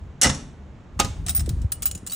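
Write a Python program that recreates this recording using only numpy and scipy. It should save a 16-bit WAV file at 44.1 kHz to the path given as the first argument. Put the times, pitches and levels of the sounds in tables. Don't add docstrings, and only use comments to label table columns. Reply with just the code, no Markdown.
import sys
import numpy as np
from scipy import signal
from scipy.fft import rfft, irfft, next_fast_len
from scipy.io import wavfile
from scipy.ndimage import uniform_filter1d, map_coordinates

SR = 44100
rng = np.random.default_rng(int(sys.argv[2]) if len(sys.argv) > 2 else 0)


def dump_mix(stems):
    frames = np.atleast_2d(stems).T
    limited = np.clip(frames, -1, 1)
    pcm = np.round(limited * 32767).astype(np.int16)
    wavfile.write(sys.argv[1], SR, pcm)


N = 94815

# (time [s], steel clash level [dB], casing knock level [dB])
REEL_BLOWS = [(0.2139, -10, -36.5), (0.2186, -11, -30), (0.2265, -12.5, -22), (0.2317, -7, -31.5),
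              (0.243, -15.5, -19), (0.25, -19.5, -14), (0.257, -22.5, -19), (0.268, -18, -19.5),
              (0.293, -21, -25), (.298, -25.5, -21.5), (0.346, -31, -44)]
# (time [s], steel clash level [dB], casing knock level [dB])
LATCH_BLOWS = [(0.9914, -25, -27.5), (0.997, -12.5, -18.5), (0.9996, -10.5, -15.5), (1.011, -31, -28),
               (1.046, -23, -29)]
# (time [s], click level [dB], ring level [dB])
COIN_CONTACTS = [(1.2637, -25, -56.5), (1.2773, -33.5, -42), (1.2833, -22, -31.5), (1.293, -22.5, -12),
                 (1.3, -34, -19), (1.305, -28.5, -26.5), (1.3491, -32, -9.5), (1.3634, -28.5, -8),
                 (1.376, -29.5, -18.5), (1.394, -28, -27.5), (1.404, -31.5, -27), (1.4601, -37, -56.5),
                 (1.4918, -29.5, -28), (1.6168, -42.5, -47), (1.719, -28.5, -17.5), (1.7225, -25.5, -21.5),
                 (1.8219, -28, -26), (1.8282, -22.5, -26.5), (1.8561, -22, -12.5), (1.861, -27, -24.5),
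                 (1.867, -27, -34.5), (1.876, -30.5, -38), (1.9118, -30.5, -42), (1.9501, -30, -55),
                 (1.9753, -39.5, -85), (2.0649, -29.5, -34), (2.0723, -27, -30), (2.0973, -34, -43.5),
                 (2.107, -31.5, -44.5), (2.1179, -34.5, -25.5), (2.1214, -26.5, -29.5),
                 (2.133, -32.5, -20.5), (2.146, -36, -33)]
# (time [s], level [dB])
COIN_SNAPS = [(1.2932, -12.5), (1.7221, -16), (1.9125, -18.5)]
# (time [s], pitch [Hz], level [dB])
SMALL_PARTS = [(.243, 1960, -17), (0.244, 2910, -19), (0.998, 2645, -32), (1.293, 3850, -32.5),
               (1.396, 5300, -34.5), (1.856, 1316, -41), (1.8556, 5140, -43), (1.9146, 7000, -36),
               (1.95, 6990, -36), (2.0963, 4500, -38), (2.1217, 3935, -33)]

# (pitch [Hz], level under the reel stop [dB], level under the latch [dB], t60 [s])
CASING_MODES = [(137, -1, -20, .45), (206, -4, -8, .28), (235, -20, -6, .16), (277, -7, -15, .38),
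                (527, -8, -6, .25), (710, -6, -13, .09), (816, -5, -3, .15), (1239, -6, 1, .14),
                (2036, -8, -15, .15), (2851, -6, -12, .08), (5329, -9, -16, .22), (5508, -1.5, -18, .11),
                (6231, -7, -15, .15), (7156, -12, -30, .25)]
# (pitch [Hz], level [dB], t60 [s])
COIN_TONES = [(8802, -19, .11), (9305, -20, .11), (14896, -5, .085), (15080, -9, .04)]
# (pitch [Hz], level at the slot [dB], level down in the chute [dB], t60 [s])
TRACK_MODES = [(705, -23, -36, .09), (1330, -33, -30, .11), (2915, -40, -28, .22), (4000, -24, -26, .07),
               (5230, -22, -26, .1), (6960, -29, -20, .06)]
# (frequency [Hz], t60 [s])
CABINET_T60 = [(200, 0.96), (1000, 0.49), (3000, 0.45), (7000, 0.39), (10000, 0.37), (15000, 0.14)]

# (frequency [Hz], level per Hz [dB])
REEL_CLASH_COLOUR = [(950, -20), (1450, -6), (2300, -6), (4800, -7.5), (5500, 3.5), (7200, 1), (10000, -2),
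                     (13000, -13), (15600, -14), (16300, -35)]
# (frequency [Hz], level per Hz [dB])
LATCH_CLASH_COLOUR = [(1200, -23), (2500, -4.5), (4200, -8), (5600, -2), (6400, 5), (7100, -3), (8400, 1.5),
                      (9500, -7), (12300, -3), (15600, -10.5), (16300, -34)]
# (frequency [Hz], level per Hz [dB])
KNOCK_COLOUR = [(50, -21), (110, -16), (250, 5.5), (420, -3), (800, -4), (1500, -5.5), (2600, -6.5),
                (5000, -11), (12000, -40)]
# (frequency [Hz], level per Hz [dB])
SLOT_CLICK_COLOUR = [(300, -51), (750, -9), (1700, -7.5), (3200, -5.5), (3900, -4), (4500, -7),
                     (5300, -2.5), (7000, -3.5), (8700, 2), (10500, -3.5), (13200, -18.5), (15000, -1),
                     (16300, -22)]
# (frequency [Hz], level per Hz [dB])
CHUTE_CLICK_COLOUR = [(500, -27), (1350, -12), (2000, -12.5), (2900, -7.5), (3500, -9.5), (5300, -5),
                      (6300, -3.5), (7200, 1), (9000, 3), (10700, 0), (11700, -2.5), (13500, -7),
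                      (15200, -0.5), (16300, -18)]

# (time [s], level [dB])
LOW_RUMBLE_LEVEL = [(0, -35), (.22, -51), (.27, -26.5), (.36, -40), (.55, -42), (.9, -47.5), (.95, -39),
                    (1.03, -22.5), (1.1, -28.5), (1.15, -37.5), (1.18, -27.5), (1.33, -30.5), (1.39, -25.5),
                    (1.63, -25.5), (1.7, -42.5), (1.96, -37), (2.0, -49.5), (2.05, -39), (2.15, -68)]
# (frequency [Hz], level per Hz [dB])
RUMBLE_COLOUR = [(15, -44.5), (30, -10), (48, 0), (80, 1), (115, -9), (200, -18.5), (330, -29.5),
                 (600, -60.5), (2000, -60.5)]
# (time [s], level [dB], start pitch [Hz], end pitch [Hz], length [s])
WIND_EDDIES = [(1.476, -28.5, 632, 126, 0.015), (1.506, -19.5, 207, 96, 0.013), (1.535, -18, 84, 67, 0.02),
               (1.645, -12.5, 118.5, 65.8, 0.022), (1.956, -27.5, 252, 85.4, 0.011),
               (2.03, -32, 319, 59, 0.015)]
# (frequency [Hz], level per Hz [dB])
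HUSH_COLOUR = [(50, -8.5), (135, 0), (300, -10), (700, -19.5), (1500, -25), (3000, -32.5), (5000, -42),
               (7000, -40.5), (11000, -64.5), (15000, -72)]

# (frequency [Hz], likeness [0 to 1])
LIKENESS = [(60, .975), (150, .94), (1000, .92), (1800, .75), (2600, .4), (3900, .85), (4800, .3),
            (6200, .93), (9200, .85), (13000, .93)]
# (frequency [Hz], phase [radians])
LEFT_LEAD = [(100, 0), (4000, -.05), (6800, -.12), (9000, -1.45), (11700, -3.0), (14000, -3.2),
             (15200, -3.9)]
# (frequency [Hz], difference [dB])
LEFT_BALANCE = [(350, 0.5), (700, -7.5), (1200, -6), (2000, 0.5), (2600, 1), (4000, 0)]

LATE_BLOWS_S, LOW_PASS_HZ = .253, 10500
CHUTE_S = 1.7
RIPPLE_DB, RIPPLE_WIDTH_HZ = 3.8, 210
BLOW_SCATTER_DB = 2.5
ROUGH, FLUTTER_RATE = .4, 90
PING_T60_S, PING_ATTACK_S = .075, 0.0012
HUSH_DB = -46
TOP_HZ = 16600


def reel_stop():
    s, clash_db, knock_db = np.transpose(REEL_BLOWS)
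    late = s > LATE_BLOWS_S
    early_clash = bursts(s[~late], clash_db[~late], REEL_CLASH_COLOUR, attack=0.0011, t60=0.055)
    late_clash = bursts(s[late], clash_db[late], REEL_CLASH_COLOUR, attack=0.0011, t60=0.055)
    knocks = bursts(s, knock_db, KNOCK_COLOUR, attack=.001, t60=0.062)
    hits = early_clash + low_pass(late_clash, LOW_PASS_HZ) + knocks
    modes = [(hz, db, t60) for hz, db, _, t60 in CASING_MODES]
    casing = ring(s, knock_db, modes, attack=0.0017)
    return hits + amp(-11.5) * low_pass(cabinet(hits), LOW_PASS_HZ) + amp(-11.5) * casing


def latch():
    s, clash_db, knock_db = np.transpose(LATCH_BLOWS)
    clash = bursts(s, clash_db, LATCH_CLASH_COLOUR, attack=0.0014, t60=0.036)
    hits = clash + bursts(s, knock_db, KNOCK_COLOUR, attack=0.0008, t60=0.078)
    modes = [(hz, db, t60) for hz, _, db, t60 in CASING_MODES]
    casing = ring(s, knock_db, modes, attack=0.00027)
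    return hits + amp(-12.5) * cabinet(hits) + amp(-10.5) * casing


def coin():
    s, click_db, ring_db = np.transpose(COIN_CONTACTS)
    out = ring(s, ring_db, COIN_TONES, attack=.0004)
    out += bursts(*np.transpose(COIN_SNAPS), CHUTE_CLICK_COLOUR, attack=0.0011, t60=.016)
    slot_modes = [(hz, db, t60) for hz, db, _, t60 in TRACK_MODES]
    chute_modes = [(hz, db, t60) for hz, _, db, t60 in TRACK_MODES]
    places = [(s < CHUTE_S, SLOT_CLICK_COLOUR, slot_modes), (s >= CHUTE_S, CHUTE_CLICK_COLOUR, chute_modes)]
    for here, colour, modes in places:
        clicks = bursts(s[here], click_db[here], colour, attack=0.00072, t60=0.05)
        clicks += amp(6.5) * bursts(s[here], click_db[here], colour, attack=0.0012, t60=0.0096)
        track = ring(s[here], click_db[here], modes, attack=0.0032)
        out += clicks + amp(-14.0) * cabinet(clicks) + track
    return out


def pings():
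    t, out = np.arange(N) / SR, np.zeros((2, N))
    for s, hz, db in SMALL_PARTS:
        age = np.maximum(t - s, 0)
        attack = 1 - np.exp(-age / PING_ATTACK_S)
        out[0] += amp(db - 60 * age / PING_T60_S) * attack * tone(hz, ROUGH).real
    return out


def low_rumble():
    t = np.arange(N) / SR
    out = amp(np.interp(t, *np.transpose(LOW_RUMBLE_LEVEL))) * noise(RUMBLE_COLOUR)
    for s, db, start_hz, end_hz, length in WIND_EDDIES:
        u = np.clip((t - s) / length, 0, 8)
        hz = end_hz + (start_hz - end_hz) * np.exp(-2 * u)
        swell = 3 * u * np.exp(1 - 3 * u)
        cycles = np.cumsum(hz * (t > s)) / SR + rng.random()
        out[0] += amp(db) * swell * np.sin(2 * np.pi * cycles)
    return out


def outdoors():
    return amp(HUSH_DB) * noise(HUSH_COLOUR)


def bursts(times, levels, spectrum, attack, t60):
    t, out = np.arange(SR // 5) / SR, np.zeros((2, N + SR))
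    hz = np.fft.rfftfreq(len(t), 1 / SR)
    envelope = (1 - np.exp(-t / attack)) * amp(-60 * t / t60)
    for s, db in zip(times, levels):
        knots = rng.standard_normal(int(SR / RIPPLE_WIDTH_HZ))
        ripple = map_coordinates(knots, [hz / RIPPLE_WIDTH_HZ])
        colour = amp(along(spectrum, hz) + RIPPLE_DB * np.clip(ripple, -2, 1))
        grain = irfft(rfft(rng.standard_normal((2, len(t)))) * colour, len(t))
        start = round(s * SR)
        out[:, start:start + len(t)] += amp(db) * envelope * unit(grain)
    return out[:, :N]


def ring(times, levels, modes, attack):
    t, out = np.arange(N) / SR, np.zeros(N)
    blow = np.searchsorted(np.sort(times), t)
    places = np.round(times * SR).astype(int)
    rise = np.exp(-1 / (attack * SR))
    for hz, db, t60 in modes:
        share, kick = rng.standard_normal((2, len(times)))
        gain = amp(levels + BLOW_SCATTER_DB * np.clip(share, -2, 1))
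        energy = np.bincount(places, gain ** 2, minlength=N)[:N]
        fall = np.exp(-2 * np.log(1000) / (t60 * SR))
        power = signal.lfilter([1 - rise], [1, -rise - fall, rise * fall], energy)
        phase = np.append(0, np.cumsum(.5 * kick))[blow]
        phase = uniform_filter1d(phase, size=40)
        out += amp(db) * np.sqrt(np.abs(power)) * np.real(tone(hz, ROUGH) * np.exp(1j * phase))
    return np.array([out, np.zeros(N)])


def tone(hz, rough):
    flutter = 1 + rough * (wobble(FLUTTER_RATE) + 1j * wobble(FLUTTER_RATE))
    cycles = hz * np.arange(N) / SR + rng.random()
    return np.sqrt(2) * flutter / unit_size(flutter) * np.exp(2j * np.pi * cycles)


def cabinet(x):
    hz, t, z = signal.stft(rng.standard_normal((2, SR // 2)), SR, nperseg=256)
    fade = amp(-60 * t / along(CABINET_T60, hz)[:, None])
    tail = signal.istft(z * fade, SR, nperseg=256)[1]
    return signal.fftconvolve(x, tail / np.linalg.norm(tail[0]), axes=1)[:, :N]


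def low_pass(x, hz):
    return signal.sosfilt(signal.butter(8, hz, fs=SR, output="sos"), x)


def noise(spectrum):
    white = rng.standard_normal((2, N))
    return unit(filtered(white, lambda hz: amp(along(spectrum, hz))))


def wobble(rate):
    knots = rng.standard_normal(int(N * rate / SR) + 4)
    return map_coordinates(knots, [np.arange(N) * rate / SR])


def filtered(x, response):
    m = next_fast_len(N + SR // 2)
    return irfft(rfft(x, m) * response(np.fft.rfftfreq(m, 1 / SR)), m)[..., :N]


def along(points, hz):
    f, v = np.transpose(points)
    return np.interp(np.log(hz + 1), np.log(f + 1), v)


def amp(db):
    return 10 ** (np.asarray(db) / 20)


def unit(x):
    return x / unit_size(x)


def unit_size(x):
    return np.sqrt(np.mean(np.abs(x) ** 2) + 1e-20)


def scene():
    pair = reel_stop() + latch() + coin() + pings() + low_rumble() + outdoors()

    def mid_and_side(hz):
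        turn = np.arccos(along(LIKENESS, hz)) / 2
        return np.array([np.cos(turn), np.sin(turn)])

    def left_and_right(hz):
        half = np.array([[.5], [-.5]])
        return amp(half * along(LEFT_BALANCE, hz)) * np.exp(1j * half * along(LEFT_LEAD, hz))

    mid, side = filtered(pair, mid_and_side)
    return filtered(np.array([mid + side, mid - side]), left_and_right)


def record(dry):
    return filtered(dry, lambda hz: hz < TOP_HZ)


dry = scene()
out = record(dry)
dump_mix(out)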